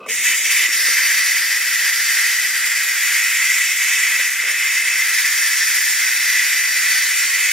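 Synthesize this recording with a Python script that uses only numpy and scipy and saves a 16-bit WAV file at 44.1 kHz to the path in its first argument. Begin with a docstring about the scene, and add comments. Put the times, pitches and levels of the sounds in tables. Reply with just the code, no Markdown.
"""On a kitchen counter, tongs lift the valve of a pressure cooker and a jet of steam escapes, close to a phone.
The jet is turbulent noise: it roars in the hollow of the valve cap and hisses above it, coloured by the pot.
The tongs scrape and knock the plastic lid, whose resonances ring.
Low room air, a faint hum and an opening rumble lie beneath.
The two microphone ports hear the bass alike, while much of the treble reaches them in opposition."""
import sys
import numpy as np
from scipy import signal
from scipy.fft import rfft, irfft, next_fast_len
from scipy.io import wavfile
from scipy.ndimage import uniform_filter1d, map_coordinates

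SR = 44100
rng = np.random.default_rng(int(sys.argv[2]) if len(sys.argv) > 2 else 0)


def inscribe(sig):
    """Save sig as 16-bit PCM at rate SR to the path in sys.argv[1].

    A 1-D sig is mono; a 2-D sig holds one channel per row.
    Samples are clipped to [-1, 1] before scaling.
    """
    pcm = np.round(np.clip(np.atleast_2d(sig).T, -1, 1) * 32767)
    wavfile.write(sys.argv[1], SR, pcm.astype(np.int16))


N = 331632  # samples


def amp(db):
    """Decibels are logarithmic: 20 dB is a factor of ten in amplitude."""
    return 10 ** (np.asarray(db) / 20)


def unit(x):
    """Normalisation to a root-mean-square of one."""
    return x / np.sqrt(np.mean(x ** 2) + 1e-20)


def along(points, hz):
    """Interpolation of a spectrum's (Hz, dB) points over logarithmic frequency."""
    f, v = np.transpose(points)
    return np.interp(np.log(hz + 1), np.log(f + 1), v)


def curves(rows):
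    """Linear interpolation in time: one value per sample for each column after the time."""
    s, *columns = np.transpose(rows)
    return [np.interp(np.arange(N) / SR, s, column) for column in columns]


def wobble(rate):
    """Slow random fluctuation: a smooth curve through random knots, rate of them a second."""
    knots = rng.standard_normal(int(N * rate / SR) + 4)
    return map_coordinates(knots, [np.arange(N) * rate / SR])


def flutter(rows):
    """Superposed random fluctuations in dB, each with its own speed."""
    return sum(db * wobble(rate) for rate, db in rows)


def filtered(x, response):
    """Linear filtering: the spectrum of x times a complex response of frequency."""
    m = next_fast_len(N + SR // 2)
    return irfft(rfft(x, m) * response(np.fft.rfftfreq(m, 1 / SR)), m)[..., :N]


def smooth_field(shape, size):
    """Random field averaged over size (frequency bins, time frames), with unit spread."""
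    field = uniform_filter1d(rng.standard_normal(shape), size[0], 0)
    return unit(uniform_filter1d(field, size[1], 1))


def patchy(patch_db, stripe_db):
    """Turbulence and interference: white noise with brief patches and fine lasting stripes,
    where reflections add and cancel."""
    z = signal.stft(rng.standard_normal(N), nperseg=2048)[2]
    patches = patch_db * smooth_field(z.shape, (32, 3))
    stripes = stripe_db * smooth_field(z.shape, (1, 90))
    return signal.istft(z * amp(patches + stripes), nperseg=2048)[1][:N]


HUM_HZ, HUM_DB = 250.5, -68  # centre pitch, middle level of the sine's peak


def hum():
    """Frequency modulation: a faint mains-like sine whose pitch and level waver a little."""
    cycles = np.cumsum(HUM_HZ + .6 * wobble(4)) / SR
    return amp(HUM_DB + 1.5 * wobble(3)) * np.sin(2 * np.pi * cycles)


# Spectrum of the room air. Each row: frequency in Hz, relative density in dB per Hz.
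AIR_SPECTRUM = [(15, -45), (30, -33), (60, -26.5), (120, -22), (215, -16), (273, -15.5), (375, -8.5),
                (475, -9.5), (566, -6), (867, -18.5), (1100, -25), (1430, -27.5), (2420, -120)]
# Level of the low room air, before its small wobble. Each row: time in seconds, level in dB.
AIR_LEVEL = [(0.15, -52.5), (0.31, -54), (0.85, -50), (1.18, -53.5), (2.02, -55), (3.0, -55.5),
             (3.48, -58.5), (4.79, -55.5), (5.96, -56.5), (6.18, -57.5), (6.41, -60.5), (6.78, -54.5),
             (7.4, -54.5), (7.52, -53)]


def kitchen():
    """Shaped broadband noise: low, uneven air sound of the room, the same at both ports."""
    air = filtered(patchy(patch_db=1.6, stripe_db=1.0), lambda hz: amp(along(AIR_SPECTRUM, hz)))
    return amp(curves(AIR_LEVEL)[0] + 0.55 * wobble(9)) * unit(air)


OPEN_S, CRACK_S, LIFT_S = 0.085, 0.064, 0.0079  # valve half lifted; leak established; time of the lift
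RUMBLE_DB, RUMBLE_HZ, RUMBLE_S = -51, 242, 0.33  # middle level at its fullest, centre, start of its final drop


def rumble():
    """Band-passed noise: a low rumble, probably handling, swells as the valve lifts, then sinks to a trace."""
    def band(f):
        return (1j * f * RUMBLE_HZ / (RUMBLE_HZ ** 2 - f * f + 1j * f * RUMBLE_HZ)) ** 2
    low = filtered(rng.standard_normal(N), band)
    shape = np.interp(np.arange(N) / SR, [0, OPEN_S, RUMBLE_S, RUMBLE_S + .03], [0.74, 1, 0.56, 0.034])
    return amp(RUMBLE_DB + 1.5 * wobble(14)) * shape * unit(low)


# Resonances of the plastic lid. Each row: frequency in Hz, width in Hz,
# relative level in dB before the contact point favours some of them.
LID_MODES = [(310, 70, 2), (455, 40, 4), (545, 32, 4), (630, 50, 1), (740, 75, 0), (1010, 70, -4),
             (1185, 35, 5), (1500, 60, -3), (1970, 80, -6), (2570, 60, 4), (3210, 120, -3), (3650, 300, -6),
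             (4090, 250, -4), (4700, 300, -4), (5500, 500, -4)]


def lid(f, near_hz, reach):
    """Modal superposition: the lid's resonances, strongest within reach (octaves) of the favoured pitch."""
    response = 0
    for k, (c, w, db) in enumerate(LID_MODES):
        favour = 1 / (1 + (np.log2(c / near_hz) / reach) ** 2) ** 2
        mode = 1j * f * w / (c * c - f * f + 1j * f * w)
        response = response + (-1) ** k * amp(db) * favour * mode  # neighbours alternate in sign
    return response


# Tongs slide on the lid. Each row: time of full strength in seconds, length held in seconds,
# level in dB, favoured pitch in Hz, reach in octaves.
SLIDES = [(0.0, 0.012, -39, 453, .3), (0.006, 0.052, -41, 1180, .5), (0.0, 0.026, -48, 2570, .5),
          (0.034, 0.02, -41, 2570, .4), (0.0, 0.03, -67, 4500, .8), (0.04, 0.02, -61, 4700, .8),
          (0.02, 0.04, -45, 600, .6), (0.066, 0.01, -40, 520, .6), (0.09, 0.022, -40, 500, .6),
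          (4.445, 0.085, -53, 600, .5)]
BITE_S, FADE_DB_PER_S = 0.019, 600  # rise before full strength, fade after the slide


def scrapes():
    """Friction as noise excitation: each slide drives the lid's resonances."""
    out, t = np.zeros(N), np.arange(N) / SR
    for s, length, db, near_hz, reach in SLIDES:
        onset = np.clip((t - s) / BITE_S + 1, 0, 1)
        slide = onset * amp(db - FADE_DB_PER_S * np.clip(t - s - length, 0, 1))
        rung = filtered(slide * rng.standard_normal(N), lambda f: lid(f, near_hz, reach))
        out += rung * np.linalg.norm(slide) / np.linalg.norm(rung)
    return out


# Tongs touch the lid. Each row: start in seconds, peak level in dB, favoured pitch in Hz, reach in octaves.
TOUCHES = [(0.060, -31, 540, 0.26), (0.060, -25, 1185, 0.56), (0.083, -31, 480, 0.56),
           (0.687, -40, 320, .4), (0.881, -32.5, 500, 0.77), (4.194, -36.5, 545, .12),
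           (4.198, -35, 1010, .3), (4.437, -38, 500, .4), (4.438, -33, 1100, .8), (4.450, -46, 630, .3),
           (4.471, -41, 480, .4), (4.497, -45, 580, .4), (4.521, -44, 545, .5), (5.85, -45, 600, .3)]


def knocks():
    """Impulse response: each brief touch sets the lid ringing freely."""
    out = np.zeros(N + SR)
    f = np.fft.rfftfreq(SR // 4, 1 / SR)
    # a blunt, light contact: little treble, little bass
    contact = (1j * f / (250 + 1j * f)) ** 2 / (1 + 1j * f / 1100) ** 2
    for s, db, near_hz, reach in TOUCHES:
        ring = irfft(lid(f, near_hz, reach) * contact)
        out[round(s * SR):][:len(ring)] += amp(db) * ring / abs(ring).max()
    return out[:N]


def tongs():
    """Superposition of friction and impact on the plastic lid."""
    return scrapes() + knocks()


# Narrow resonances of the steel pot under the jet. Each row: frequency in Hz, width in Hz,
# lift or dip in dB before each part of the jet takes its share.
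POT_MODES = [(1270, 50, -3), (1413, 65, 3), (1500, 50, -4), (1803, 45, 3.5), (1963, 75, 5.5),
             (2082, 50, 5.5), (2320, 50, 2), (2606, 45, 4.5), (2750, 70, -4), (2868, 60, 3.5),
             (3030, 75, 4), (3960, 100, -3), (4300, 200, -4), (4510, 70, 4), (4930, 75, 4.5), (5174, 40, 4),
             (5468, 50, 10.5), (5770, 40, 5), (6180, 80, 5), (6611, 40, 7), (6746, 30, 3), (7110, 40, 3),
             (7275, 70, 5.5), (7407, 40, 6), (12200, 150, 4)]


def pot_db(hz):
    """Resonance: narrow peaks and dips that the pot gives to the jet."""
    return sum(db / (1 + (2 * (hz - c) / w) ** 2) for c, w, db in POT_MODES)


SHUT_DB, LEAK_DB = -42, -18  # flow level relative to full: valve seated, valve leaking


def opening_db():
    """Flow through an opening valve: seated, leaking, then lifted."""
    times = [CRACK_S - LIFT_S / 2, CRACK_S, OPEN_S - LIFT_S / 2, OPEN_S + LIFT_S / 2]
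    return np.interp(np.arange(N) / SR, times, [SHUT_DB, LEAK_DB, LEAK_DB, 0])


FLARE_HZ, FLARE_DB = 3570, 4.5  # a higher roar flares around this pitch
THIN_HZ, THIN_DB = 1690, 5.5  # and thins out around this one


def shift_db(hz):
    """Spectral balance: change of the roar's colour for one step up in pitch."""
    flare = FLARE_DB / (1 + (3 * np.log((hz + 1) / FLARE_HZ)) ** 2)
    thin = THIN_DB / (1 + (14 * np.log((hz + 1) / THIN_HZ)) ** 2)
    return flare - thin


# Spectrum of the roar at its middle pitch. Each row: frequency in Hz, relative density in dB per Hz.
ROAR_SPECTRUM = [(410, -70), (700, -35), (966, -27), (1110, -25.5), (1380, -14.5), (1470, -13), (1580, -6),
                 (1700, -8), (2010, -1), (2250, -7), (2540, -6.5), (2740, -13.5), (4200, -25.5),
                 (5460, -75), (9240, -120)]
CAP_HZ, CAP_SPAN = 2005, 0.11  # middle pitch of the hollow, one step of its pitch as a share
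CORE_TOP_HZ = 2450  # the roar's pitch moves below this, its upper shoulder stays
STRIPE_DB = 2.7  # depth of the stripes in roar and hiss


def roar(pitch_hz):
    """Cavity resonance: the hollow of the cap tunes turbulent noise; blended steps glide its pitch."""
    source = patchy(patch_db=0.14, stripe_db=STRIPE_DB)
    high = np.clip((pitch_hz / CAP_HZ - 1) / CAP_SPAN, -1, 2)  # steps above the middle pitch

    def cap(step):
        def response(hz):
            stretch = 1 + step * CAP_SPAN / (1 + (hz / CORE_TOP_HZ) ** 10)
            return amp(along(ROAR_SPECTRUM, hz / stretch) + pot_db(hz) + step * shift_db(hz))
        return filtered(source, response)

    return unit(sum(np.clip(1 - abs(high - step), 0, 1) * cap(step) for step in range(-1, 3)))


TILT_HZ, TILT_DB, TILT_OCT = 6060, 7, 0.31  # pivot of the hiss, strength, distance of the strongest tilt


def tilt_db(hz):
    """Spectral tilt: down below the pivot, up above it, fading further off."""
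    u = np.log2((hz + 1) / TILT_HZ) / TILT_OCT
    return TILT_DB * u * np.exp(-u * u / 2)


# Spectrum of the hiss that both ports share. Each row: frequency in Hz, relative density in dB per Hz.
HISS_SPECTRUM = [(300, -80), (1880, -40), (3200, -7.5), (4130, -7), (4820, -6), (5190, -7), (5580, -4),
                 (6220, -6), (7300, -8), (8580, -11), (9360, -8.5), (10700, -17), (11600, -9.5),
                 (12300, -12.5), (15200, -16), (15900, -23)]
RINGS_MORE = .35  # share by which the pot's resonances stand out more as the colour rises


def shared_hiss(spray, colour):
    """Jet noise: turbulent spray, crossfaded between a low and a high colour."""
    def lean(way):
        def response(hz):
            return amp(along(HISS_SPECTRUM, hz) + (1 + way * RINGS_MORE) * pot_db(hz) + way * tilt_db(hz))
        return filtered(spray, response)
    colour = colour.clip(-1, 1)
    return unit((1 - colour) * lean(-1) + (1 + colour) * lean(1))


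# Spectrum of what differs across the ports. Each row: frequency in Hz, relative density in dB per Hz.
ACROSS_SPECTRUM = [(2120, -74), (3600, -55), (3760, -4.5), (4050, -16), (4790, 0), (5100, -3.5), (5630, -6),
                   (6110, 4), (7220, -4.5), (8590, 8.5), (9320, -12.5), (10200, 5.5), (12200, 2.5),
                   (15100, -8), (15900, -16)]
SAME_WAVE = .2  # power share of the difference, before shaping, that comes from the shared spray


def across_hiss(spray):
    """Partial coherence: the ports differ by a quarter-cycle copy of the spray and by separate noise."""
    turned = filtered(unit(spray), lambda hz: 1j + 0 * hz)
    separate = unit(patchy(patch_db=-0.9, stripe_db=-6.0))
    apart = np.sqrt(SAME_WAVE) * turned + np.sqrt(1 - SAME_WAVE) * separate
    return unit(filtered(apart, lambda hz: amp(along(ACROSS_SPECTRUM, hz) + .6 * pot_db(hz))))


# The valve worked up in surges, then held open, as two runs of rows. 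Each row: time in seconds,
# roar level in dB and hiss level in dB before the opening and flutter, pitch of the roar in Hz,
# hiss colour from -1 (low) to 1 (high).
SURGES = [
    [(0.09, -23.5, -30.5, 2230, 1), (0.14, -25, -25.5, 2170, 0.93), (0.212, -23, -27, 2190, 1),
     (0.246, -20, -22.5, 2150, 1), (0.324, -16, -22, 2170, 0.71), (0.338, -19, -27, 2130, .9),
     (0.348, -21.5, -25.5, 2150, .9), (0.424, -23.5, -25.5, 2180, 1), (0.466, -17.5, -23, 2210, .6),
     (0.482, -23.5, -24, 2150, .5), (0.494, -17.5, -23, 2180, 0.51), (0.57, -17, -20.5, 2150, 0.17),
     (0.664, -18.5, -23, 2180, .3), (0.68, -21.5, -25.5, 2120, 0.47), (0.8, -21.5, -20.5, 1970, -0.57)],
    [(0.9, -20.5, -21.5, 2030, -0.27), (0.99, -19, -22, 1990, -0.34), (1.31, -19, -22, 1990, -0.48),
     (1.8, -20, -23, 1990, -0.22), (2.04, -19, -21, 1964, -0.35), (2.3, -18.5, -22, 2010, -0.12),
     (2.4, -20.5, -23, 1990, -.3), (2.87, -20.5, -24, 1990, -0.19), (3.17, -18.5, -22.5, 2036, 0.11),
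     (3.7, -19, -23, 2104, 0.44), (4.22, -18.5, -24, 2040, 0.34), (4.35, -23, -26.5, 2020, 0.31),
     (4.43, -19.5, -26.5, 2000, .2), (4.49, -18, -25, 2060, 0.15), (4.59, -20.5, -25.5, 2060, .1),
     (4.65, -18, -24, 2050, 0.2), (4.85, -18.5, -24.5, 2054, 0.052), (5.15, -19, -22, 1980, -0.2),
     (5.51, -20.5, -22.5, 1960, -0.37), (5.87, -20, -21.5, 1960, -0.17), (6.26, -19, -23, 2000, -0.46),
     (6.78, -19.5, -23, 2010, -0.42), (7.22, -20, -24, 2010, -0.26), (7.35, -20.5, -24, 2090, -0.033),
     (7.52, -19, -25, 2160, 0.089)],
]
# Unsteady flow of the whole jet. Each row: knots a second, depth in dB.
FLOW_FLUTTER = [(6, 0.52), (18, -0.01), (60, 0.64)]
# The roar's own added flutter. Each row: knots a second, depth in dB.
CAP_FLUTTER = [(10, 0.36), (40, 0.5)]


def jet():
    """Amplitude modulation by flow: steam through the valve, as (both ports, across the ports)."""
    roar_db, hiss_db, pitch_hz, colour = curves(np.concatenate(SURGES))
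    flow_db = opening_db() + flutter(FLOW_FLUTTER)
    roar_level = amp(roar_db + flow_db + flutter(CAP_FLUTTER))
    hiss_level = amp(hiss_db + flow_db)
    spray = patchy(patch_db=1.12, stripe_db=STRIPE_DB)
    both = roar_level * roar(pitch_hz) + hiss_level * shared_hiss(spray, colour)
    return both, amp(1.5) * hiss_level * across_hiss(spray)


def scene():
    """Superposition: shared sound at both ports, the difference added at one and subtracted at the other."""
    steam, across = jet()
    both = hum() + kitchen() + rumble() + tongs() + steam
    return np.array([both + across, both - across])


LOW_CUT_HZ, TOP_HZ = 24, 15800  # corner of the bass roll-off, band limit


def record(dry):
    """Band limitation: the phone rolls off the deep bass and keeps nothing above its limit."""
    return filtered(dry, lambda hz: (1j * hz / (LOW_CUT_HZ + 1j * hz)) ** 2 * (hz < TOP_HZ))


dry = scene()
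out = record(dry)
inscribe(out)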